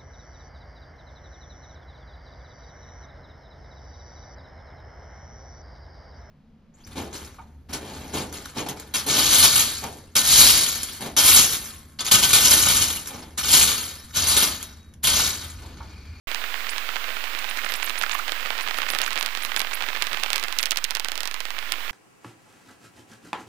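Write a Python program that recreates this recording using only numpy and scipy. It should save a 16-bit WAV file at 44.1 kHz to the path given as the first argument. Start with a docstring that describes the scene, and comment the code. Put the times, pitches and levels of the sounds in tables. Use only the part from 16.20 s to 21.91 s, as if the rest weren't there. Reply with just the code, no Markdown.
"""Bats over a house at dusk

A heterodyne detector feeds a camera's right channel; the left carries only input hiss. Each falling
ultrasonic call beats against the detector's oscillator into a tick, the strong ones overloading the
amplifier, and walls and ground echo it. Long, slow calls become rising whistles. Behind them: a patter
of distant bats, hiss and a thin oscillator whine, all sinking a little after hard overloads."""
import sys
import numpy as np
from scipy import signal
from scipy.fft import rfft, irfft
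from scipy.io import wavfile
from scipy.ndimage import uniform_filter1d

SR = 44100
rng = np.random.default_rng(int(sys.argv[2]) if len(sys.argv) > 2 else 0)


def master(y):
    """Save y as 16-bit WAV."""
    cut = np.clip(np.atleast_2d(y).T, -1, 1)
    pcm = np.round(cut * 32767)  # scale
    wavfile.write(sys.argv[1], SR, pcm.astype(np.int16))


N = 251811
HARD_OVERLOAD_DB = 7.5  # beyond this the amplifier thumps and chokes

# Closer to the microphone, calls tend to be shorter and end higher.
# Each row: nearness in dB, length in seconds, glide time in seconds, lift of the beat in Hz.
SHAPE_BY_NEARNESS = [(-14, 0.00445, .0017, 2.5), (-6.5, 0.00345, .002, 611), (-0.5, 0.0037, .0027, 1993),
                     (3.5, 0.0034, 0.0026, 2991)]
# Bats around the house; one swoops close to the microphone at about 4.4 s.
# Each row: start in seconds, tick level in dB over 3 ms, amplifier overload in dB.
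NEAR_CALLS = [(.114, -20.5, 6), (0.1452, -17, 15.5), (0.215, -29, -4), (0.3407, -19, -3), (0.467, -22.5, 1),
              (.58, -18, 9.5), (.757, -18.5, 3), (.903, -24, -3), (1.039, -20.5, 4), (1.069, -26.5, 0),
              (1.148, -20.5, -6), (1.242, -21.5, 0), (1.371, -21.5, 10), (1.489, -23, 9),
              (1.52, -18.5, 8.5), (1.538, -18.5, 21), (1.695, -17.5, 9), (1.812, -16.5, 7.5),
              (1.822, -19.5, 14), (1.8938, -19.5, 7.5), (2.079, -19.5, 7), (2.119, -16, 9.5),
              (2.206, -27, 11), (2.266, -27.5, 10), (2.303, -20, 8.5), (2.378, -23, 9), (2.408, -21, 9),
              (2.474, -18.5, 2), (2.4845, -19, 5), (2.5423, -21, 5), (2.5843, -17.5, 6), (2.617, -16.5, 5),
              (2.701, -16.5, 14.5), (2.734, -18.5, 8), (2.748, -16, 7.5), (2.786, -14.5, 15.5),
              (2.815, -13, 19.5), (2.862, -17.5, 10), (2.905, -21, 11), (2.9293, -21, 14), (2.956, -20, 9),
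              (2.975, -16.5, 7.5), (3.009, -16, 11), (3.026, -17, 20), (3.06, -16, 21), (3.149, -18.5, 6),
              (3.1717, -19.5, 9), (3.248, -18, 13.5), (3.362, -13, 16.5), (3.393, -17.5, 25.5),
              (3.402, -15, 10), (3.415, -17, 16), (3.51, -24, 3), (3.622, -19, 7), (3.686, -19.5, 4),
              (3.8214, -11.5, 13.5), (3.84, -26, 13), (3.868, -18, 10), (3.9298, -17.5, 8.5),
              (3.971, -19.5, 4), (3.997, -25, 8), (4.034, -12.5, 13.5), (4.06, -20, 5), (4.102, -16, 14.5),
              (4.13, -12, 15.5), (4.158, -14, 26), (4.179, -17, 11), (4.196, -22, 22.5), (4.2265, -21, 11),
              (4.237, -18, 20), (4.282, -22.5, 11.5), (4.324, -19, 14), (4.3862, -11, 40.5),
              (4.428, -13.5, 35), (4.456, -14, 36.5), (4.5075, -12, 44), (4.5175, -16.5, 22.5),
              (4.558, -22, 11), (4.571, -13.5, 35), (4.6409, -12.5, 47), (4.7065, -16, 28), (4.75, -15, 37),
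              (4.768, -19, 11), (4.7964, -17, 29), (4.8452, -17, 17.5), (4.8838, -18, 17),
              (4.917, -18.5, 18), (4.954, -22, 20), (4.976, -20.5, 23), (5.0043, -18.5, 22.5),
              (5.031, -20.5, 22.5), (5.054, -20.5, 23.5), (5.0736, -20, 32.5), (5.111, -22.5, 12),
              (5.141, -20, 18), (5.203, -19.5, 19.5), (5.252, -21, 9), (5.3035, -20.5, 10),
              (5.387, -20, 7.5), (5.52, -13, 20)]

def near_bats(echo_db=-9, echo_stretch_s=.0018):
    """Each call ticks once directly and again by its echoes, duller as they overload the amplifier less."""
    out = np.zeros(N)
    nearness_db, *shape = np.transpose(SHAPE_BY_NEARNESS)
    for (start, db, overload_db), phase in zip(NEAR_CALLS, rng.random(len(NEAR_CALLS))):
        nearness = db + .3385 * overload_db
        length, glide, lift = (np.interp(nearness, nearness_db, column) for column in shape)
        direct = beat(length, phase, lift, glide)
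        add(out, start, at_level(amplifier(direct, overload_db), db))
        stretched = beat(length + echo_stretch_s, phase, lift, glide)
        echoes = amplifier(signal.fftconvolve(stretched, reflections()), .25 * overload_db)
        # clipping holds the direct tick down, so its echoes gain on it
        add(out, start, at_level(echoes, db + echo_db + .12 * overload_db))
    return out

def beat(length, phase, lift_hz=0, glide_s=.0018, under_hz=3000, crossing_s=.003, attack_s=.0017):
    """A call dives to just under the oscillator: the beat falls, and rises again if it passes zero."""
    t = np.arange(int(length * SR)) / SR
    hz = lift_hz + under_hz * (np.exp((crossing_s - t) / glide_s) - 1)
    swell = np.minimum(t / attack_s, 1) ** 2 * np.minimum(4 * (1 - t / length), 1)
    tone = np.cos(2 * np.pi * (phase + np.cumsum(hz) / SR))
    return np.pad(tone * swell, (0, SR // 400))

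def amplifier(x, overload_db, mixer_hz=3000, coupling_hz=6000, top_hz=14000):
    """The mixer's low-pass, then clipping; a small coupling capacitor turns the edges into spikes."""
    driven = amp(overload_db) * filtered(x, mixer_hz, "low", order=3)
    oversampled = signal.resample_poly(driven, 4, 1)  # keeps the clipped edges clean
    clipped = signal.resample_poly(np.tanh(oversampled), 1, 4)
    spikes = filtered(clipped, coupling_hz, "high", order=1)
    return filtered(spikes, top_hz, "low", order=1)

def reflections(first_s=.0042, spread_s=.02, decay_s=.0052, count=28):
    """A few strong returns from wall and roof among many weak scattered ones, the later ones softer."""
    delay = spread_s * (np.arange(count) + rng.random(count)) / count
    size = rng.standard_normal(count)
    taps = np.zeros(int((first_s + spread_s) * SR) + 1)
    taps[((first_s + delay) * SR).astype(int)] = size * abs(size) * np.exp(-delay / decay_s)
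    return taps / abs(taps).max()

def thumps(db=-45, db_per_overload=.27, lag_s=.00311, settle_s=.00026):
    """A hard overload knocks the amplifier off balance: a faint low bump under the tick."""
    out = np.zeros(N)
    u = np.arange(SR // 100) / SR / settle_s
    bump = u * (2 - u) * np.exp(-u)
    for start, _, overload_db in NEAR_CALLS:
        if overload_db > HARD_OVERLOAD_DB:
            add(out, start + lag_s, at_level(bump, db + db_per_overload * overload_db))
    return out

# Long calls over the house, sinking below the pitch the detector is tuned to.
# Each row: start in seconds, length in seconds, top of the beat in Hz, base level in dB.
SLOW_CALLS = [(.49, 0.025, 10900, -34), (1.187, 0.0087, 11300, -36), (1.288, 0.018, 11000, -37),
              (1.364, .034, 14200, -44), (1.384, 0.013, 2430, -36), (1.443, 0.014, 10900, -37),
              (1.488, .042, 13300, -36.5), (1.55, 0.03, 12600, -37), (1.624, .047, 13160, -32),
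              (1.681, 0.033, 12200, -40), (1.777, 0.028, 12700, -32), (1.817, 0.028, 13200, -42),
              (1.833, 0.011, 1774, -29), (1.912, 0.014, 8450, -32.5), (1.931, .027, 13500, -35.5),
              (1.946, 0.013, 1260, -34.5), (1.98, 0.014, 13800, -40.5), (1.988, .015, 1460, -35),
              (2.411, 0.025, 10700, -40), (2.569, 0.028, 13400, -36.5), (2.685, .041, 12040, -33),
              (2.733, .025, 13600, -39), (2.752, 0.0089, 745, -41), (2.83, 0.016, 8050, -34),
              (2.858, .026, 13300, -39.5), (2.876, .006, 1810, -34), (2.984, .027, 13200, -35.5),
              (3.22, 0.048, 12600, -35.5), (3.37, 0.039, 12700, -32.5), (3.532, 0.026, 12300, -31),
              (4.4, .022, 13100, -35.5)]

def whistles(whistle_db=-.5, tick_db=12, echo_db=-11, lead_s=.000954):
    """Each long call ticks as it crosses the oscillator, then whistles upwards; echoes smear it."""
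    out = np.zeros(N)
    for (start, length, top_hz, db), phase in zip(SLOW_CALLS, rng.random(len(SLOW_CALLS))):
        tick = amplifier(beat(length=.0073, phase=phase), overload_db=8)
        add(out, start - lead_s, at_level(tick, db + tick_db))
        whistle = amp(db + whistle_db) * long_call(length, top_hz)
        taps = reflections(first_s=.00092, decay_s=.0047)
        add(out, start, whistle)
        add(out, start, amp(echo_db) * signal.fftconvolve(whistle, taps / np.linalg.norm(taps)))
    return out

def long_call(length, top_hz, first_hz=900, rise_s=.008, turn_s=.028, hook_s=.019,
              waver=.01174, flicker=.45, roughness=.35):
    """The beat climbs and levels off as the call flattens; the longest calls hook back, so it falls."""
    u = np.linspace(0, 1, int(length * SR))
    hook = np.clip((u * length - turn_s) / hook_s, 0, 1)
    wobble, fading = (unit_rms(uniform_filter1d(row, 130)) for row in rng.standard_normal((2, len(u))))
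    climb = np.expm1(-u * length / rise_s) / np.expm1(-length / rise_s) * (1 - hook ** 2)
    hz = (first_hz + (top_hz - first_hz) * climb) * (1 + waver * wobble)
    # sound arriving by several paths roughens the tone
    paths = unit_rms(filtered(rng.standard_normal(len(u)), 440, "low", order=2))
    phase = 2 * np.pi * np.cumsum(hz) / SR + roughness * paths
    swell = (.85 + np.sin(np.pi * u ** 1.3) ** 2) * signal.windows.tukey(len(u), min(.003 / length, 1))
    tone = unit_rms(swell * np.exp(flicker * fading) * np.sin(phase))
    # a low beat lies in the mixer's passband and comes out louder: each whistle starts with a plip
    passband_db = 12 / (1 + (hz / 6000) ** 4)
    return filtered(tone * amp(passband_db), 710, "high", order=2)

# Bats far from the microphone. Each row: time in seconds, average calls per second.
FAR_CALL_RATE = [(0, 28), (1, 16.5), (1.7, 49), (2.7, 96), (3.15, 36.8), (3.75, 100), (4.5, 19.4),
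                 (5.2, 14.3), (5.6, 50)]

def far_bats(db=-31.5, spread_db=4.5):
    """A random patter of faint calls, just above the hiss."""
    out = np.zeros(N)
    rate = np.interp(np.arange(N) / SR, *np.transpose(FAR_CALL_RATE))
    starts = np.flatnonzero(rng.random(N) < rate / SR) / SR
    for start, (phase, stretch, size) in zip(starts, rng.random((len(starts), 3))):
        tick = amplifier(beat(.0036 + .003 * stretch, phase), overload_db=0)
        boost_db = spread_db * min(-np.log(1 - size), 2)
        add(out, start, at_level(tick, db + boost_db))
    return out

# The detector's own noise, on the right. Each row: frequency in Hz, relative density in dB.
DETECTOR_HISS = [(30, -22.5), (80, -40), (150, -30), (415, -22.5), (866, -16.5), (1390, -11.5), (2480, -11),
                 (4000, -17.5), (6550, -28), (10000, -32), (14500, -29.5), (16200, -47)]
# The camera's input noise, on the left. 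Each row: frequency in Hz, relative density in dB.
CAMERA_HISS = [(20, -15), (70, 4), (140, -10), (300, -3), (1000, -9.5), (4000, -11.5), (15000, -14.5)]

def hiss(spectrum):
    """Steady electronic noise of rms 1 with the given colour."""
    hz, db = np.transpose(spectrum)
    colour = amp(np.interp(np.log(np.fft.rfftfreq(N, 1 / SR) + 1), np.log(hz), db))
    return unit_rms(irfft(rfft(rng.standard_normal(N)) * colour, N))

def whine(hz=14989.4):
    """The oscillator's thin, steady tone, at rms 1."""
    return np.sqrt(2) * np.sin(2 * np.pi * hz * np.arange(N) / SR)

def choke(resting_db=3.5, dip_per_overload=.049, recover_s=.29):
    """Gain of the background: each hard overload chokes the amplifier a step, and it creeps back."""
    steps = np.zeros(N)
    for start, _, overload_db in NEAR_CALLS:
        add(steps, start, [dip_per_overload * max(overload_db - HARD_OVERLOAD_DB, 0)])
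    dip_db = signal.lfilter([1], [1, -np.exp(-1 / (recover_s * SR))], steps)
    return amp(resting_db - dip_db)

def amp(db):
    """Decibels to gain."""
    return 10 ** (np.asarray(db) / 20)

def unit_rms(x):
    """Scales to rms 1."""
    return x / np.sqrt(np.mean(x ** 2) + 1e-20)

def at_level(x, db):
    """Scales a tick so that its energy, spread over 3 ms, has this level."""
    return amp(db) * x * np.sqrt(.003 * SR / (np.sum(x ** 2) + 1e-20))

def add(mix, start_s, sound):
    """Lays a sound into the mix."""
    part = mix[max(round(start_s * SR), 0):][:len(sound)]
    part += sound[:len(part)]

def filtered(x, hz, kind, order):
    """A Butterworth low-pass or high-pass."""
    return signal.lfilter(*signal.butter(order, hz, kind, fs=SR), x)

def scene():
    """The detector fills the right channel; the left holds only input noise."""
    gain = choke()
    calls = near_bats() + thumps() + whistles()
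    background = amp(-32.5) * hiss(DETECTOR_HISS) + far_bats() + amp(-45) * whine()
    left = gain * amp(-51) * hiss(CAMERA_HISS)
    return np.array([left, calls + gain * background])

def record(dry, opens_s=.072, edge_hz=16200):
    """The input opens after a moment, adds a small offset, clips tall spikes and limits the band."""
    offset = np.array([[.0125], [.03]])
    live = np.clip(dry + offset, -.87, .9) * (np.arange(N) >= opens_s * SR)
    low_pass = signal.firwin(255, edge_hz, window=("kaiser", 9), fs=SR)
    return signal.oaconvolve(live, low_pass[None], "same")

dry = scene()
out = record(dry)
master(out)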